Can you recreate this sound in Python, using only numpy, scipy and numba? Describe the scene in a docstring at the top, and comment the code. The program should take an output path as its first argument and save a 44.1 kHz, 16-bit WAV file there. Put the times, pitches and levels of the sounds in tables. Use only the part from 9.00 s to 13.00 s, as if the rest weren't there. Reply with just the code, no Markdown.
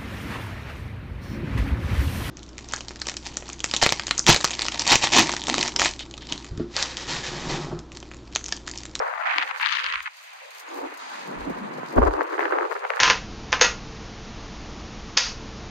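"""A quiet street, with gusts buffeting the two microphone ports of a phone carried along it.
Wind rasps and pops at the ports, brighter in faster air, with thin overload crackles on the hardest
buffets. Slow eddies give hollow puffs and the strongest thump in the bass. Behind them are distant tyres
and small handling ticks. The lower edge of wind, traffic and handling slides up and down."""
import sys
import numpy as np
from scipy import signal
from scipy.fft import rfft, irfft
from scipy.io import wavfile
from scipy.ndimage import uniform_filter1d
from numba import njit

SR = 44100
rng = np.random.default_rng(int(sys.argv[2]) if len(sys.argv) > 2 else 0)


def bounce(signal):
    """Save signal as a 16-bit WAV file at the path given by the first command-line argument."""
    frames = np.transpose(np.atleast_2d(signal))
    limited = np.clip(frames, -1, 1)
    pcm = np.round(limited * 32767).astype(np.int16)
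    wavfile.write(sys.argv[1], SR, pcm)


N = 176400
TIME_S = np.arange(N) / SR
BIN_HZ = np.arange(N // 2 + 1) * SR / N


def undb(db):
    """Decibels to gain."""
    return 10 ** (np.asarray(db) / 20)


def unit(x):
    """Scale to rms 1."""
    return x / np.sqrt(np.mean(x ** 2))


def curve(rows, column=1):
    """One column of a time table at every sample."""
    rows = np.array(rows, float)
    return np.interp(TIME_S, rows[:, 0], rows[:, column])


def per_bin(rows):
    """A frequency table at every spectral bin."""
    rows = np.array(rows, float)
    return np.interp(np.log(np.maximum(BIN_HZ, 1)), np.log(rows[:, 0]), rows[:, 1])


def colour(x, rows):
    """Filter by a table of (Hz, dB)."""
    return irfft(rfft(x) * undb(per_bin(rows)), N)


def pan(side_db):
    """Left and right gains of constant total power."""
    gains = undb(np.array([side_db, -side_db]).reshape(2, -1) / 2)
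    return gains / np.sqrt(np.mean(gains ** 2, axis=0))


def wander(rate_hz):
    """Smooth random drift, rms 1."""
    span = max(int(SR / rate_hz), 1)
    return unit(uniform_filter1d(uniform_filter1d(rng.standard_normal(N), span), span))


def noise():
    """Independent noise for each port."""
    return rng.standard_normal((2, N))


def burst(start_s, hold_s, attack_s, release_s):
    """Envelope: exponential rise up to start_s, hold at 1, exponential decay."""
    t = TIME_S - start_s
    return np.exp(np.maximum(np.minimum(t, 0) / attack_s - np.maximum(t - hold_s, 0) / release_s, -40))


@njit
def svf(x, hz, damping, high):
    """Two-pole low- or high-pass with a moving corner."""
    y, band_state, low_state = np.empty(len(x)), 0., 0.
    for i in range(len(x)):
        g = np.tan(np.pi * hz[i] / SR)
        band = (band_state + g * (x[i] + 1e-18 - low_state)) / (1 + g * (g + damping))
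        low = low_state + g * band
        band_state, low_state = 2 * band - band_state, 2 * low - low_state
        y[i] = x[i] - damping * band - low if high else low
    return y


def butterworth(x, hz, order, high=False):
    """Low- or high-pass on both channels; the corner may move."""
    hz = np.clip(hz * np.ones(N), 5, .45 * SR)
    for damping in 2 * np.sin(np.pi * (2 * np.arange(order // 2) + 1) / (2 * order)):
        x = np.array([svf(channel, hz, damping, high) for channel in x])
    return x


def resonance(x, hz, width):
    """Band-pass, gain 1 at the centre; width is a fraction of the centre."""
    hz = hz * np.ones(N)
    return np.array([ch - svf(ch, hz, width, True) - svf(ch, hz, width, False) for ch in x])


def patchy(x, rate_hz, spread_db):
    """Five bands waver independently in level."""
    spectrum = rfft(x)
    band = np.searchsorted((500, 1000, 1620, 3080), BIN_HZ)
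    return sum(irfft(spectrum * (band == k), N) * undb(spread_db * wander(rate_hz)) for k in range(5))


# Likeness of the ports. Each row: frequency in Hz, coherence from 0 to 1.
PORT_COHERENCE = [(50, 0.72), (300, 0.52), (480, 0.27), (700, 0.89), (1000, 0.37), (1400, 0.31), (2200, 0),
                  (3500, 0), (6000, 0), (9000, 0.3), (12000, 0.67), (16000, 1)]
# Phase between the ports. Each row: frequency in Hz, left lead in radians.
PORT_PHASE = [(50, -.3), (320, -.6), (480, -2.6), (700, -3.7), (1000, -3.8), (1400, -2.2), (2200, -1),
              (3200, 0), (4200, 1.2), (6000, 3.2), (9500, 3), (11500, .2), (16000, 0)]
def ports(x):
    """Cross-mix two signals so the ports are partly coherent, with a phase offset."""
    left, right = rfft(x)
    coherence = np.clip(per_bin(PORT_COHERENCE), 0, .99)
    turn = np.exp(1j * per_bin(PORT_PHASE))
    common, opposed = np.sqrt(1 + coherence), np.sqrt(1 - coherence)
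    own, cross = (common + opposed) / 2, (common - opposed) / 2
    return irfft(np.array([own * left + cross * turn * right, own * right + cross * left / turn]), N)


# Eddy sizes, largest first. Each row: changes per second, level spread in dB.
EDDY_SIZES = [(40, .6), (170, 1.7), (700, 2.8)]
def turbulence():
    """Eddies of three sizes plus sparse pressure spikes; the largest reach both ports together."""
    (large_rate_hz, large_spread_db), *smaller = EDDY_SIZES
    shared_db = large_spread_db * wander(large_rate_hz)
    local_db = np.array([sum(db * wander(rate_hz) for rate_hz, db in smaller) for _ in range(2)])
    eddies = unit(patchy(noise(), rate_hz=430, spread_db=2) * undb(shared_db + local_db))
    spikes_per_s, spike_db, spike_spread_db = 260, 19, 2.5
    strikes = rng.random((2, N)) < spikes_per_s / SR
    spikes = strikes * np.sign(noise()) * undb(spike_db + spike_spread_db * noise())
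    return unit(ports(eddies + spikes))


def bite(air):
    """Strong eddies are brighter: corner factor from 2 ms strength over 60 ms strength."""
    power = np.mean(air ** 2, axis=0)
    fast, slow = (np.abs(uniform_filter1d(power, size=span)) + 1e-12 for span in (90, 2600))
    return np.sqrt(fast / slow) ** .17


# Wind strength at the ports. Each row: time in seconds, relative level in dB, left minus right in dB.
FIRST_GUST = [(0, -21.5, 3), (.08, -30.5, 3), (.2, -31.5, 12), (.27, -23, -3.5), (.35, -27.5, 1),
              (.43, -25, 2), (.46, -36.5, -11), (.51, -28.5, 9), (.53, -38.5, -6), (.555, -30, -6.5),
              (.59, -40.5, -3), (.61, -24, 2.5), (.68, -26.5, 7), (.75, -25, 9), (.81, -29, -1),
              (.87, -29, 1.5), (.94, -30.5, 2), (.99, -33.5, -2.5), (1.045, -44, 10), (1.06, -30.5, -1),
              (1.08, -32.5, 1), (1.12, -103, -2)]
BREEZE = [(1.12, -93, 0), (1.62, -58, 0.0041), (1.74, -37, 0), (1.79, -34, 0), (1.859, -32.5, 0),
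          (1.89, -48.5, 0), (1.94, -51.5, 0), (2.02, -71, 0), (2.2, -52, 0), (2.32, -35, 0), (2.35, -41, 0),
          (2.38, -40.5, 0), (2.44, -41, 0), (2.502, -32, 0), (2.535, -50, 0), (2.569, -34, 0),
          (2.61, -45, 0), (2.65, -39.5, 0), (2.7, -38.5, 0.0095), (2.78, -37, 0), (2.87, -49, 0),
          (2.92, -39.5, 0)]
SECOND_GUST = [(2.945, -34, 3), (2.98, -10.5, -1.5), (3.01, -27.5, -12), (3.03, -13.5, -4), (3.05, -27, 0),
               (3.075, -16, 5), (3.095, -30, -1.5), (3.16, -28.5, 0), (3.21, -25.5, 3), (3.28, -36.5, 2),
               (3.34, -27.5, 2), (3.365, -37, -2), (3.4, -23.5, 0), (3.44, -27, -2.5), (3.49, -30.5, -1),
               (3.53, -24.5, 1), (3.655, -25.5, 2.5), (3.69, -37.5, -10), (3.72, -25, 29),
               (3.742, -38, -12), (3.758, -28.5, 3), (3.795, -39, 0), (3.845, -27.5, 1), (3.885, -38, -2),
               (3.91, -30.5, 4), (3.97, -31.5, -6.5), (4, -33.5, 0)]
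# Brightness from air speed. Each row: time in seconds, base low-pass corner in Hz.
WIND_CORNER = [(0, 1380), (.2, 1640), (.4, 2770), (.55, 2040), (.72, 3620), (.95, 2700), (1.1, 1950),
               (1.8, 1000), (2.5, 845), (2.98, 973), (3.2, 1200), (3.42, 1620), (3.65, 1240), (4, 1740)]
def wind():
    """Turbulence and pops, brighter in faster air. Returns the rasp and a faint rumble."""
    gusts = list(FIRST_GUST) + list(BREEZE) + list(SECOND_GUST)
    base_hz = curve(WIND_CORNER)
    flow = turbulence() * undb(curve(gusts) + 2.5) * pan(curve(gusts, column=2))
    makeup = np.sqrt(SR / 2 / base_hz)  # offsets the power lost in the low-pass
    air = (flow + pops(makeup)) * makeup
    corner_hz = base_hz * bite(air)
    rasp = butterworth(air, corner_hz, order=4)
    treble_spray = undb(-38.5) * butterworth(air, 2.39 * corner_hz, order=4)
    rumble = undb(-44) * butterworth(air, 246, order=4)
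    return rasp + treble_spray, rumble


# Bass thumps. Each row: start in seconds, hold in seconds, level in dB, left minus right in dB.
THUMPS = [(-.03, 0.023, -57, 10), (0.83, 0.21, -63, 3), (1.788, 0.064, -68, 2), (2.358, 0.087, -43.5, 3),
          (2.435, 0.19, -62, 2), (2.968, 0.033, -20, 16), (3.021, 0.064, -26, -2), (3.123, 0.03, -45, -5)]
def thumps():
    """The biggest eddies push slowly on the ports."""
    bass = butterworth(ports(noise()), hz=71.5, order=6)
    bass = unit(butterworth(bass, hz=38.2, order=4, high=True))
    return bass * sum(undb(db) * pan(side_db) * burst(start_s, hold_s, attack_s=.0018, release_s=.02)
                      for start_s, hold_s, db, side_db in THUMPS)


# Distant traffic spectrum. Each row: frequency in Hz, gain in dB.
TRAFFIC_COLOUR = [(100, -9), (500, -1.5), (700, 9), (1000, 11.5), (1500, 5.5), (2500, 2), (4000, -9),
                  (5000, -25), (7000, -18), (10000, -23), (13500, -52), (16000, -65)]
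# Traffic swell. Each row: time in seconds, roar gain in dB, hiss gain in dB.
TRAFFIC_GAINS = [(0, -32.5, -45), (1, -49.5, -34.5), (1.13, -53, -41), (1.31, -48, -39), (1.36, -44, -40.5),
                 (1.5, -48, -39), (1.65, -42, -39), (2.15, -36, -38.5), (2.6, -36.5, -41.5),
                 (3.2, -35.5, -42.5), (4, -65, -39)]
# Swells of brighter hiss. Each row: start in seconds, hold in seconds, level in dB.
SWELLS = [(1.556, 0.06, -57), (2, 0.23, -46.5)]
# Swell spectrum. Each row: frequency in Hz, gain in dB.
SWELL_COLOUR = [(1500, -18), (3500, 6.5), (6500, -2.5), (8500, -7.5), (11000, -14), (16000, -31)]
def traffic():
    """Far tyres: roar and hiss rise and fall separately, with two brighter swells."""
    split_hz, flutter_db = 1980, .6
    far = unit(patchy(colour(ports(noise()), TRAFFIC_COLOUR), rate_hz=45, spread_db=1.3))
    roar = irfft(rfft(far) / (1 + (BIN_HZ / split_hz) ** 6), N)
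    hiss = far - roar
    tyres = roar * undb(curve(TRAFFIC_GAINS)) + hiss * undb(curve(TRAFFIC_GAINS, column=2))
    tyres *= undb(flutter_db * wander(rate_hz=41))
    swells = sum(undb(db) * burst(start_s, hold_s, attack_s=.015, release_s=.051)
                 for start_s, hold_s, db in SWELLS)
    return tyres + swells * unit(colour(ports(noise()), SWELL_COLOUR))


# Handling ticks. Each row: time in seconds, relative peak in dB.
TICKS = [(0.613, -36), (1.026, -37.5), (1.1676, -46), (1.2365, -45), (1.3323, -47), (1.507, -42),
         (1.5483, -40), (1.5966, -37), (1.9394, -45), (1.973, -38.5), (2.0966, -46), (2.2747, -44),
         (2.4986, -43), (2.925, -43), (2.959, -40), (3.23, -43), (3.394, -43), (3.5079, -46), (3.7244, -45),
         (3.958, -44)]
# Hand scuffs. Each row: start in seconds, hold in seconds, level in dB.
SCUFFS = [(1.214, 0.052, -58), (1.57, 0.02, -46), (1.742, 0.043, -48.5)]
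# Spectra of ticks and scuffs, and of the rustle. Each row: frequency in Hz, gain in dB.
CONTACT_COLOUR = [(1500, -14), (4000, -3), (7000, -3), (10000, -2), (13500, 0), (16000, -2)]
RUSTLE_COLOUR = [(1500, -30), (4000, 8), (7000, -1.5), (10000, -4.5), (13500, -5), (16000, -17)]
def handling():
    """A hand on the phone: thin ticks and scuffs over a faint crackling rustle, and one tiny clink."""
    ticks = sum(undb(db - 3) * burst(at_s, 0, attack_s=.00033, release_s=.007) for at_s, db in TICKS)
    scuffs = sum(undb(db) * burst(start_s, hold_s, attack_s=.0028, release_s=.021)
                 for start_s, hold_s, db in SCUFFS)
    crackle = unit(undb(2.5 * (wander(rate_hz=380) + 1.04 * wander(rate_hz=28))))
    hiss = ports(noise())
    contacts = (ticks + scuffs * crackle) * unit(colour(hiss, CONTACT_COLOUR))
    rustle = undb(-54.5) * crackle * unit(colour(hiss, RUSTLE_COLOUR))
    clink_s, clink_hz = 1.689, 6840
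    ring = np.sin(2 * np.pi * clink_hz * TIME_S)
    clink = undb(-38) * burst(clink_s, 0, attack_s=.0002, release_s=.0014) * ring
    return contacts + rustle + clink


# Single eddies on a port. Each row: time in seconds, relative peak in dB, left minus right in dB.
POPS = [(.014, -17, -2), (.224, -15, 3), (0.3607, -10, -9), (0.3834, -0.5, 19), (.4255, -8, 2),
        (.477, -14, 3), (.5115, -10.5, 24), (0.5991, -12, 5), (.657, -8.5, 15), (0.6609, -2, 23),
        (.67, -5.5, 22), (.7265, -5.5, 21), (.757, -16, 18), (0.8428, -7, 6), (0.8641, -8, 1),
        (0.872, -12, -10), (0.925, -7.5, 9), (0.937, -8, -14), (0.9414, -10, 12), (.957, -8.5, -5),
        (1.005, -16, 3), (1.059, -15.5, -2), (1.925, -22.5, 2), (2.783, -20, 4), (2.8322, -18.5, -5),
        (2.975, -15, 17), (3.0204, -1, 22), (3.027, -4, 4), (3.051, -10.5, -15), (3.065, -12, -3),
        (3.1101, -10.5, -2), (3.138, -14, -10), (3.2091, -6, 3), (3.217, -7, 19), (3.34, -14.5, 3),
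        (3.3803, -12, -13), (3.393, -6, 14), (3.4073, -6.5, 18), (3.43, -10, -3), (3.455, -3.5, 25),
        (3.523, -8, -14), (3.5314, -13, 9), (3.5863, -5.5, 6), (3.61, -7, 8), (3.63, -10, -3),
        (3.6528, -15, 15), (3.7229, -13, -11), (3.8505, -7.5, 2), (3.9034, -4.5, 8), (3.9368, -11, -11),
        (3.97, -11, 10), (3.9795, -32, -23), (3.995, -8, 12)]
def pops(spike_gain):
    """A strong eddy gives one sharp pressure spike inside a short noise burst."""
    envelope, spikes = np.zeros((2, N)), np.zeros((2, N))
    for at_s, db, side_db in POPS:
        envelope += undb(db - 12) * pan(side_db) * burst(at_s, 0, attack_s=.001, release_s=.0018)
        spikes[:, int(at_s * SR)] -= undb(db - 3.5) * pan(side_db)[:, 0]
    return envelope * ports(noise()) + ports(spikes) * spike_gain


# Hollow puffs. Each row: start in seconds, hold in seconds, centre in Hz, level in dB.
PUFFS = [(0.362, 0.025, 308, -50.5), (0.422, 0.093, 305, -67.5), (0.378, 0.21, 527, -49),
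         (0.747, 0.2, 530, -54), (1.34, 0.018, 780, -46), (1.422, 0.072, 568, -47.5),
         (2.303, 0.034, 236, -43), (2.467, 0.04, 280, -32.5), (2.606, 0.051, 209, -40),
         (2.776, 0.026, 307, -43)]
def puffs():
    """Slow eddies sound as short hollow bands with nothing beneath them."""
    air = ports(noise())
    out = np.zeros((2, N))
    for start_s, hold_s, hz, db in PUFFS:
        band = resonance(resonance(air, hz, width=.18), hz, width=.18)
        hollow = unit(butterworth(band, .74 * hz, order=6, high=True))
        out += hollow * undb(db) * burst(start_s, hold_s, attack_s=.008, release_s=.012)
    return out


# Overload crackles. Each row: time in seconds, relative peak in dB.
CRACKLES = [(.843, -32), (2.989, -34), (3.033, -35), (3.051, -31), (3.072, -31), (3.079, -34), (3.138, -30),
            (3.7934, -35), (3.9035, -31), (3.9605, -33)]
# Crackle spectrum. Each row: frequency in Hz, gain in dB.
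CRACKLE_COLOUR = [(1000, -12), (4000, 0), (7000, -3), (11000, -7), (14000, -20)]
def overload_crackles():
    """Thin overload crackles on the hardest buffets, played as very short noise bursts."""
    envelope = sum(undb(db - 5) * burst(at_s, 0, attack_s=.00022, release_s=.0012)
                   for at_s, db in CRACKLES)
    return envelope * unit(colour(noise(), CRACKLE_COLOUR))


def low_cut(x, edge_hz):
    """Steep high-pass that rings slightly just above its edge."""
    x = butterworth(x, edge_hz, order=14, high=True)
    return x + .088 * resonance(x, 1.38 * edge_hz, width=.054)


# Sliding lower edge. Each row: time in seconds, high-pass corner in Hz.
LOW_EDGE = [(0, 394), (.15, 592), (.3, 655), (.4, 737), (.6, 793), (.75, 930), (1.06, 1013), (1.14, 497),
            (1.5, 440), (1.72, 271), (1.95, 260), (2.2, 147), (2.9, 127), (3.05, 297), (3.62, 325),
            (4, 477)]
def scene():
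    """Wind, traffic and handling above the sliding edge; rumble, puffs and thumps bypass it."""
    rasp, rumble = wind()
    edge_hz = curve(LOW_EDGE)
    buffets = low_cut(rasp + overload_crackles(), edge_hz)
    background = low_cut(traffic() + handling(), edge_hz=np.minimum(edge_hz, 474))
    return buffets + background + rumble + puffs() + thumps()


# Microphone response. Each row: frequency in Hz, gain in dB.
MIC_RESPONSE = [(30, 1.5), (300, 2), (650, -0.5), (1000, -1), (2000, 0.5), (3500, -2.5), (5000, 1.5),
                (5600, -6.5), (6000, 1.5), (6900, 1.5), (7700, -6.5), (8300, 1), (10000, -8.5), (13000, -6),
                (16000, -14)]
def record(dry):
    """Microphone colour, then a steep top cut."""
    top_hz = 15700
    top_cut = signal.ellip(8, .2, 70, top_hz, fs=SR, output="sos")
    return signal.sosfilt(top_cut, colour(dry, MIC_RESPONSE))


dry = scene()
out = record(dry)
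bounce(out)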